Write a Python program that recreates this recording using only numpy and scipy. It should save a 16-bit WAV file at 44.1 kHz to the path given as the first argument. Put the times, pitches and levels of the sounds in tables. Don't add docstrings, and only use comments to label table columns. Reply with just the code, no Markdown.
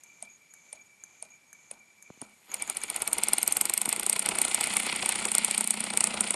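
import sys
import numpy as np
from scipy import signal
from scipy.fft import rfft, irfft, next_fast_len
from scipy.io import wavfile
from scipy.ndimage import uniform_filter1d

SR = 44100
rng = np.random.default_rng(int(sys.argv[2]) if len(sys.argv) > 2 else 0)


def to_wav(s):
    ch = np.atleast_2d(s).T
    pcm = np.round(np.clip(ch, -1, 1) * 32767)
    wavfile.write(sys.argv[1], SR, pcm.astype(np.int16))


N = 280035
T = np.arange(N) / SR


def amp(db):
    return 10 ** (np.asarray(db) / 20)


def rms_one(x):
    return x / np.sqrt(np.mean(x ** 2) + 1e-20)


def place(times, shapes):
    out = np.zeros(N + shapes.shape[1])
    starts = np.round(np.clip(times, 0, T[-1]) * SR).astype(int)
    np.add.at(out, starts[:, None] + np.arange(shapes.shape[1]), shapes)
    return out[:N]


def swell(rise_s, fall_s):
    t = T[:SR * 8 // 100] - 0.02
    shape = np.exp(-np.logaddexp(-t / rise_s, t / fall_s))
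    return shape / shape.max(), T[shape.argmax()]


def bursts(times, db, rise_s, fall_s):
    shape, peak_s = swell(rise_s, fall_s)
    return place(times - peak_s, amp(db)[:, None] * shape)


def pings(times, db, hz, rise_s, fall_s):
    shape, peak_s = swell(rise_s, fall_s)
    phase = rng.uniform(0, 2 * np.pi, (len(times), 1))
    tone = np.sin(2 * np.pi * np.outer(hz, T[:len(shape)]) + phase)
    return place(times - peak_s, amp(db)[:, None] * shape * tone)


def grains(per_s, spread_db):
    sizes = amp(spread_db * np.minimum(rng.exponential(1, N), 4)) * rng.choice([-1, 1], N)
    return rms_one(sizes * (rng.random(N) < per_s / SR))


def drift(corner_hz):
    r = np.exp(-2 * np.pi * corner_hz / SR)
    return rms_one(signal.lfilter([1], [1, -2 * r, r * r], rng.standard_normal(N + SR))[SR:])


def coloured_noise(spectrum):
    hz, db = np.transpose(spectrum)
    size = next_fast_len(N)
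    bins = np.maximum(np.fft.rfftfreq(size, 1 / SR), 1)
    gain = amp(np.interp(np.log(bins), np.log(hz), db))
    return rms_one(irfft(rfft(rng.standard_normal(N), size) * gain, size)[:N])


def band(x, low_hz, high_hz, order):
    sos = signal.butter(order, [low_hz, high_hz], "band", fs=SR, output="sos")
    return rms_one(signal.sosfilt(sos, x))


def resonance(x, hz, width_hz):
    r = np.exp(-np.pi * width_hz / SR)
    section = [1, 0, -1, 1, -2 * r * np.cos(2 * np.pi * hz / SR), r * r]
    return rms_one(signal.sosfilt([section, section], x))


def body(force, modes):
    out = 0
    for k, (hz, db, t60) in enumerate(modes):
        r, w = amp(-60 / (t60 * SR)), 2 * np.pi * hz / SR
        mode = signal.lfilter([0, np.sin(w)], [1, -2 * r * np.cos(w), r * r], force + 1e-18)
        out = out + (-1) ** k * amp(db) * mode
    return out


def shaken(envelope, contacts, modes):
    return body(envelope * contacts, modes) / np.std(body(contacts, modes))


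def steel(contacts):
    return band(resonance(contacts, 9200, width_hz=8700), 6520, 9950, order=4)


def high_sizzle(noise):
    return resonance(noise, 11770, width_hz=810)


# f/Hz, relative density level/dB
ROOM_SPECTRUM = [(41, -48), (70, -11), (194, -5.5), (387, -12), (1620, -13.5), (2050, -12), (2340, -5),
                 (2780, -19), (5330, -17), (6760, -13), (12400, -22), (16100, -54), (22000, -120)]


def room():
    return amp(-66) * coloured_noise(ROOM_SPECTRUM)


# t/s, level/dB, f/Hz
BUMPS = [(2.101, -33.5, 203), (2.146, -59, 164), (2.173, -48, 174), (2.214, -39, 292.6),
         (2.221, -32, 258.6), (3.876, -24.5, 247.5), (3.976, -31.5, 344)]


def bumps():
    times, db, hz = np.transpose(BUMPS)
    thuds = pings(times + 0.0035, db, hz, 0.00023, 0.0019)
    edges = pings(times + 0.00163, db - 1, 3.5 * hz, 0.00016, 0.00037)
    return signal.sosfilt(signal.butter(2, 110, "high", fs=SR, output="sos"), thuds + edges)


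# t/s, duration/s, level/dB, f/Hz
LOW_SQUEAKS = [(0.04, 0.092, -58, 2323), (0.24, 0.082, -54, 2355), (0.54, 0.042, -58, 2300),
               (0.735, 0.08, -57, 2335), (1.035, 0.051, -62, 2334), (1.24, 0.052, -58, 2390),
               (1.32, 0.052, -54.5, 2320), (1.53, 0.078, -59.5, 2313), (1.8, 0.047, -59.5, 2336),
               (2.05, 0.03, -53.5, 2310), (2.22, 0.053, -62, 2330), (2.31, 0.03, -57, 2306)]
HIGH_SQUEAKS = [(0.0, 0.013, -54, 6800), (0.225, 0.03, -57, 6570), (0.3, 0.068, -57, 6690),
                (0.505, 0.018, -55, 6750), (0.73, 0.04, -59, 6680), (0.81, 0.014, -57.5, 6680),
                (0.855, 0.017, -59, 6780), (1.0, 0.011, -52.5, 6760), (1.225, 0.03, -59, 6550),
                (1.3, 0.08, -60, 6740), (1.47, 0.045, -64.5, 6670), (1.7, 0.06, -59.5, 6700),
                (1.79, 0.016, -61.5, 6730), (1.85, 0.022, -65, 6750), (2.2, 0.05, -61, 6700),
                (2.49, 0.24, -54.5, 6880), (2.8, 0.63, -57, 6660)]


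def squeal(squeaks, between_db, until_s, width_hz, flicker_db):
    times, length_s, db, hz = np.transpose(squeaks)
    level = np.full(N, amp(between_db))
    for start, stop, peak in zip(times, times + length_s, amp(db)):
        level[round(start * SR):round(stop * SR)] = peak
    level = uniform_filter1d(level, size=400) * amp(flicker_db * drift(17.5))
    r = np.exp(-np.pi * width_hz / SR)
    in_phase, quadrature = signal.lfilter([1], [1, -2 * r, r * r], rng.standard_normal((2, N)))
    phase = 2 * np.pi * np.cumsum(np.interp(T, times + length_s / 2, hz)) / SR
    fade = np.clip((until_s - T) / 0.089, 0, 1)
    return fade * level * rms_one(in_phase * np.cos(phase) + quadrature * np.sin(phase))


def flywheel_hum(level_db):
    clacks = np.transpose(STROKES)[0]
    even_times = uniform_filter1d(clacks, size=5, mode="nearest")[9:]
    push = place(even_times + 0.0011, np.ones((len(even_times), 1))) + amp(-38) * rng.standard_normal(N)
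    return amp(level_db) * resonance(push, 207.8, width_hz=51)


# f/Hz, level/dB, T60/s
FRAME_MODES = [(2034, 4, 0.0064), (2148, 0.5, 0.019), (2308, -3.5, 0.019), (2545, -4.5, 0.023),
               (2840, 0, 0.0078), (3460, 1.5, 0.0059), (4170, 0.5, 0.0071), (4750, 0.5, 0.0055),
               (5560, -1, 0.0044)]
BOARD_MODES = [(370, -4, 0.024), (502, -4, 0.023), (654, -2, 0.026), (787, 4.5, 0.015), (976, 5, 0.011),
               (1126, -2, 0.023), (1386, 4, 0.0089)]
# f/Hz, relative density level/dB
RUMBLE_SPECTRUM = [(12, -50), (20, 4), (123, -10), (208, -12), (276, -1), (352, -4), (500, -13),
                   (650, -70), (1100, -120)]
# t/s, frame friction/dB, board friction/dB, hum/dB, high sizzle/dB
RUNNING_LEVELS = [(0.0, -72, -79.5, -87, -77), (2.0, -74, -79, -85, -79), (2.3, -65.5, -72.5, -83, -76),
                  (2.475, -64.5, -71, -68, -68), (2.5, -58.5, -53, -66, -59), (2.6, -50.5, -54.5, -56, -65),
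                  (2.999, -46.5, -49, -64, -61), (3.33, -44, -46.5, -55, -62),
                  (3.6, -45.5, -46, -60, -57.5), (3.95, -44.5, -48, -56.5, -60.5),
                  (4.45, -38, -43.5, -50, -65.5), (4.6, -38, -44.5, -51, -60),
                  (5.2, -39.5, -45, -49.5, -67), (5.5, -40.5, -46.5, -51, -67),
                  (5.75, -42.5, -49, -46.5, -66), (6.05, -41.5, -42.5, -48, -72.5),
                  (6.35, -42, -48.5, -48.5, -72)]


def running_noise():
    times, *columns = np.transpose(RUNNING_LEVELS)
    rub_db, board_db, hum_db, sizzle_db = [np.interp(T, times, column) for column in columns]
    opening = np.transpose(STROKES)[0][:len(OPENING_TICKS)]
    since_s = np.where(T < opening[0], 1, T - opening[np.searchsorted(opening, T) - 1])
    stir_db, calm_db_per_s = np.c_[[13.1, 4, 7, 25]], np.c_[[89.5, 60.4, 40, 150]]
    stir = np.maximum(stir_db - calm_db_per_s * since_s, 0)
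    board_stir, frame_stir, steel_stir, hum_stir = uniform_filter1d(stir, size=900)
    board_db = board_db + board_stir + 1.74 * drift(3.5)
    frame_db = rub_db + frame_stir + 1.8 * drift(10.4)
    steel_db = -45.5 + 1.17 * (rub_db + 43) + steel_stir + 1.4 * drift(9.0)
    hum_db = hum_db + hum_stir + 2.4 * drift(8.1)
    turns = np.interp(T, np.transpose(STROKES)[0], np.arange(len(STROKES)))
    load = np.cos(2 * np.pi * (turns + 0.019))
    board = rms_one(body(grains(2000, 4.46), BOARD_MODES)) + amp(-10) * coloured_noise(RUMBLE_SPECTRUM)
    frame = band(body(grains(3000, 4.3), FRAME_MODES), 900, 4630, order=2)
    rub = grains(4100, 5.5)
    treble = amp(steel_db) * steel(rub) + amp(sizzle_db) * high_sizzle(rub)
    rustle = amp(board_db + 2 * load) * board + amp(frame_db + 2.4 * load) * frame + treble
    return rustle + flywheel_hum(hum_db)


def plunger_pull(times, tick_db, ring_db):
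    ring_hz, ring_t60_s = 2312, 0.044
    clacks = np.transpose(STROKES)[0]
    sizzle_level, ring_level = np.zeros((2, N))
    for start, tick, ring in zip(times, tick_db, ring_db):
        stop = clacks[clacks > start][0] + 0.012
        pull = slice(round(start * SR), round(stop * SR))
        sizzle_level[pull], ring_level[pull] = amp(tick - 24.5), amp(ring)
    sizzle = uniform_filter1d(sizzle_level, size=150) * band(grains(8400, 4.4), 6180, 7270, order=3)
    tone = resonance(rng.standard_normal(N), ring_hz, width_hz=99)
    ringing = uniform_filter1d(ring_level, size=150) * tone
    jolt = place(times + 0.00209, amp(ring_db + 4.5)[:, None])
    ping = body(jolt, [(ring_hz, 0, ring_t60_s)])
    shake = shaken(amp(-5.5) * uniform_filter1d(ring_level, size=300), grains(2000, 4.6), BOARD_MODES)
    return sizzle + ringing + ping + shake


# f/Hz, level/dB, T60/s
SWITCH_MODES = [(1710, -7, 0.0097), (6380, -1, 0.033), (7230, 4, 0.011)]
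# t/s, level/dB
OPENING_TICKS = [(0.0348, -39.5), (0.537, -39.5), (1.0366, -39.5), (1.5284, -40), (2.0236, -41)]


def cam_switch():
    lead_turns, until_s = 0.34, 3.6
    clacks = np.transpose(STROKES)[0]
    opening_times, opening_db = np.transpose(OPENING_TICKS)
    fast_times = (clacks[:-1] - lead_turns * np.diff(clacks))[len(opening_times):]
    fast_times = fast_times[fast_times < until_s]
    times = np.append(opening_times, fast_times)
    tick_db = np.append(opening_db, -38.5 + 2.6 * rng.standard_normal(len(fast_times)))
    ring_db = np.append(np.full(len(opening_times), -70.5), -46.5 - 4 * (fast_times - fast_times[0]))
    touches = rng.standard_normal((len(times), 90)) * np.exp(-T[:90] / 0.00052)
    ticks = body(place(times + 0.000946, amp(tick_db - 11.5)[:, None] * touches), SWITCH_MODES)
    pull = plunger_pull(times, tick_db, ring_db)
    spit = bursts(times + 0.0018, tick_db - 5.5, 0.00033, 0.0035)
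    return ticks + pull + spit * band(grains(14000, 1.5), 8200, 15400, order=2)


def linkage():
    times, clack_db, _, play_db = np.transpose(STROKES)
    knock_db = play_db - 4.5 + 2.5 * rng.standard_normal(len(times))
    rattle = shaken(bursts(times - 0.002, play_db, 0.0023, 0.0034), grains(2500, 2.4), FRAME_MODES)
    apart = np.gradient(times) > 0.2
    knock = shaken(bursts(times[~apart], knock_db[~apart], 0.002, 0.0056), grains(3000, 1.56), BOARD_MODES)
    wood_db, settle_times = np.full(apart.sum(), -48), times[apart] + 0.026
    wood = bursts(times[apart] + 0.0017, wood_db, 0.00095, 0.0042)
    wood += bursts(settle_times, wood_db - 17, 0.0047, 0.017)
    wood *= resonance(grains(5000, 1.8), 647, width_hz=230)
    settle = bursts(settle_times, clack_db[apart] - 33, 0.0015, 0.0039)
    settle *= band(grains(4900, 0.99), 1000, 10000, order=1)
    return rattle + knock + wood + settle


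# t/s, clack level/dB, clack f/Hz, level of the play in the joints/dB
STROKES = [(0.2259, -21.5, 9150, -52), (0.7292, -23, 9170, -56), (1.2257, -21, 9200, -58),
           (1.7128, -23.5, 9200, -54), (2.2163, -23.5, 9240, -54), (2.5427, -11.5, 9090, -40.5),
           (2.6232, -13, 9050, -42.2), (2.6992, -11.7, 9050, -39), (2.7701, -13.5, 9090, -39),
           (2.8368, -13.5, 9090, -39.5), (2.9012, -12.5, 8990, -43.5), (2.9625, -12.4, 9060, -49),
           (3.0209, -9.5, 9180, -34.5), (3.0771, -10, 8730, -34), (3.1313, -3.5, 8900, -39),
           (3.1842, -11, 8990, -33.5), (3.2358, -5.0, 8620, -35.0), (3.2854, -8, 8980, -36.7),
           (3.334, -3, 8850, -27.5), (3.3834, -7.5, 8780, -32.5), (3.4303, -6.5, 8600, -34),
           (3.4777, -4.5, 8600, -34.5), (3.524, -6.5, 8800, -44), (3.5695, -7, 8410, -31.5),
           (3.6125, -3.5, 8550, -32.5), (3.655, -9, 8420, -36.0), (3.6975, -8.5, 8300, -33.5),
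           (3.7382, -7.5, 8340, -35.5), (3.7778, -6.5, 8600, -35.5), (3.8164, -7.5, 8350, -36.5),
           (3.8568, -11.5, 8670, -33.5), (3.8919, -7, 8630, -37.6), (3.928, -6.5, 8360, -31),
           (3.9629, -13.5, 8810, -38.5), (3.9976, -11, 8780, -38), (4.0322, -18, 8970, -36),
           (4.0652, -7.5, 8770, -35), (4.0974, -4, 8720, -37), (4.1292, -7.5, 8600, -35.5),
           (4.1636, -15.5, 8920, -30), (4.1942, -7.5, 8890, -34.5), (4.225, -21, 9100, -36),
           (4.261, -10, 8840, -30), (4.2894, -7.5, 8680, -34.5), (4.3202, -26, 8710, -33),
           (4.3542, -18.5, 9310, -34.5), (4.387, -7.5, 8590, -32.1), (4.4168, -4, 9020, -34.5),
           (4.4509, -8.5, 9080, -30.3), (4.4823, -16.5, 9050, -35), (4.5153, -22, 9150, -29.5),
           (4.5462, -4.5, 8630, -33.5), (4.5783, -33, 9040, -33), (4.6103, -10, 8360, -30),
           (4.6407, -10.5, 8960, -32.5), (4.6726, -13.5, 9190, -39), (4.706, -36, 9130, -33),
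           (4.738, -15.5, 9120, -32.9), (4.7685, -5.5, 9160, -29.5), (4.8004, -16, 9130, -32.2),
           (4.8332, -20.5, 9190, -43), (4.8666, -14.5, 9160, -33), (4.8967, -23.6, 8640, -30.6),
           (4.9278, -20, 9130, -31), (4.962, -14, 9240, -36), (4.995, -25.9, 8940, -41),
           (5.028, -19, 9280, -31), (5.0602, -8.5, 8870, -33), (5.0918, -4.5, 8790, -36.5),
           (5.1234, -14, 9120, -34.5), (5.1575, -14.5, 9250, -35), (5.189, -21.5, 9180, -32),
           (5.2218, -26, 9200, -37.5), (5.254, -10, 8300, -30.5), (5.286, -19, 9080, -34.4),
           (5.3177, -9, 8990, -40), (5.3513, -3.5, 8600, -30), (5.383, -4.2, 8700, -35.5),
           (5.417, -33, 8950, -51), (5.4474, -4.5, 8760, -33), (5.482, -19, 9080, -36.5),
           (5.5115, -8, 8600, -34), (5.5473, -14.5, 8960, -33), (5.5792, -6, 8650, -32),
           (5.6094, -7, 8820, -35), (5.643, -12.2, 8790, -36.5), (5.675, -8.5, 8880, -44),
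           (5.7076, -3, 8630, -35.5), (5.7408, -16, 9080, -33.5), (5.774, -23, 8990, -35.4),
           (5.8055, -11.5, 9090, -59), (5.8404, -14.5, 9090, -33.5), (5.87, -25.8, 8910, -33),
           (5.904, -19.5, 8730, -33), (5.937, -19, 8780, -35), (5.9741, -3.5, 8570, -32.5),
           (6.0074, -4, 8440, -31), (6.0415, -3, 8450, -31.5), (6.0726, -11, 8760, -34),
           (6.1086, -27, 9040, -33), (6.1416, -17.5, 9080, -36.4), (6.1744, -26, 8960, -33),
           (6.2082, -4.5, 8750, -33.0), (6.242, -20, 9010, -32), (6.2747, -20, 9160, -35.5),
           (6.3076, -6.5, 9010, -35), (6.3422, -15.5, 9080, -34)]


def plunger():
    times, clack_db, hz, _ = np.transpose(STROKES)
    snap_luck, pitch_luck, crack_luck, delay_luck, bounce_luck = rng.uniform(-1.01, 1, (len(times), 5)).T
    clack = pings(times, clack_db, hz, 0.00013, 0.000315)
    delay_s = 0.0014 - 0.00073 * np.log(np.clip((delay_luck + 1) / 2, 0.02, 1))
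    bounce_db = np.minimum(-17 + 0.65 * clack_db + 10 * bounce_luck, clack_db)
    bounce = pings(times + delay_s, bounce_db, hz, 0.00016, 0.0006)
    level_times, *_, base_sizzle_db = np.transpose(RUNNING_LEVELS)
    sizzle_db = np.interp(times, level_times, base_sizzle_db) + 39.5 + 1.15 * clack_db
    sizzle = bursts(times, sizzle_db, 0.0014, 0.0027) * high_sizzle(grains(9000, 3.1))
    snap_hz = 5520 * (1 + pitch_luck / 20)
    snap = pings(times + 0.00044, clack_db - 18.5 + 3 * snap_luck, snap_hz, 0.000063, 0.00041)
    crack = body(place(times, amp(clack_db - 28.5 + 6 * crack_luck)[:, None]), FRAME_MODES)
    early = bursts(times + 0.00071, clack_db - 24.5, 0.00098, 0.0014)
    late = bursts(times + 0.004, clack_db - 33.5, 0.0031, 0.015)
    chatter = (early + late) * steel(grains(6000, 4.3))
    return clack + bounce + sizzle + snap + crack + chatter


def bench_dip(x, hz=1644, width_hz=220, depth=0.33):
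    return x - depth * signal.lfilter(*signal.iirpeak(hz, hz / width_hz, fs=SR), x)


def scene():
    hiss = room()
    low_squeal = squeal(LOW_SQUEAKS, between_db=-65.5, until_s=2.4, width_hz=79, flicker_db=0.5)
    high_squeal = squeal(HIGH_SQUEAKS, between_db=-72, until_s=3.1, width_hz=156, flicker_db=2.5)
    engine = bench_dip(plunger() + linkage() + running_noise()) + cam_switch()
    return (hiss + bumps() + low_squeal + high_squeal + engine)[None]


def record(dry):
    thinned = signal.sosfilt(signal.butter(1, 90, "high", fs=SR, output="sos"), dry)
    return signal.sosfilt(signal.cheby2(14, 45, 12450, fs=SR, output="sos"), thinned)


dry = scene()
out = record(dry)
to_wav(out)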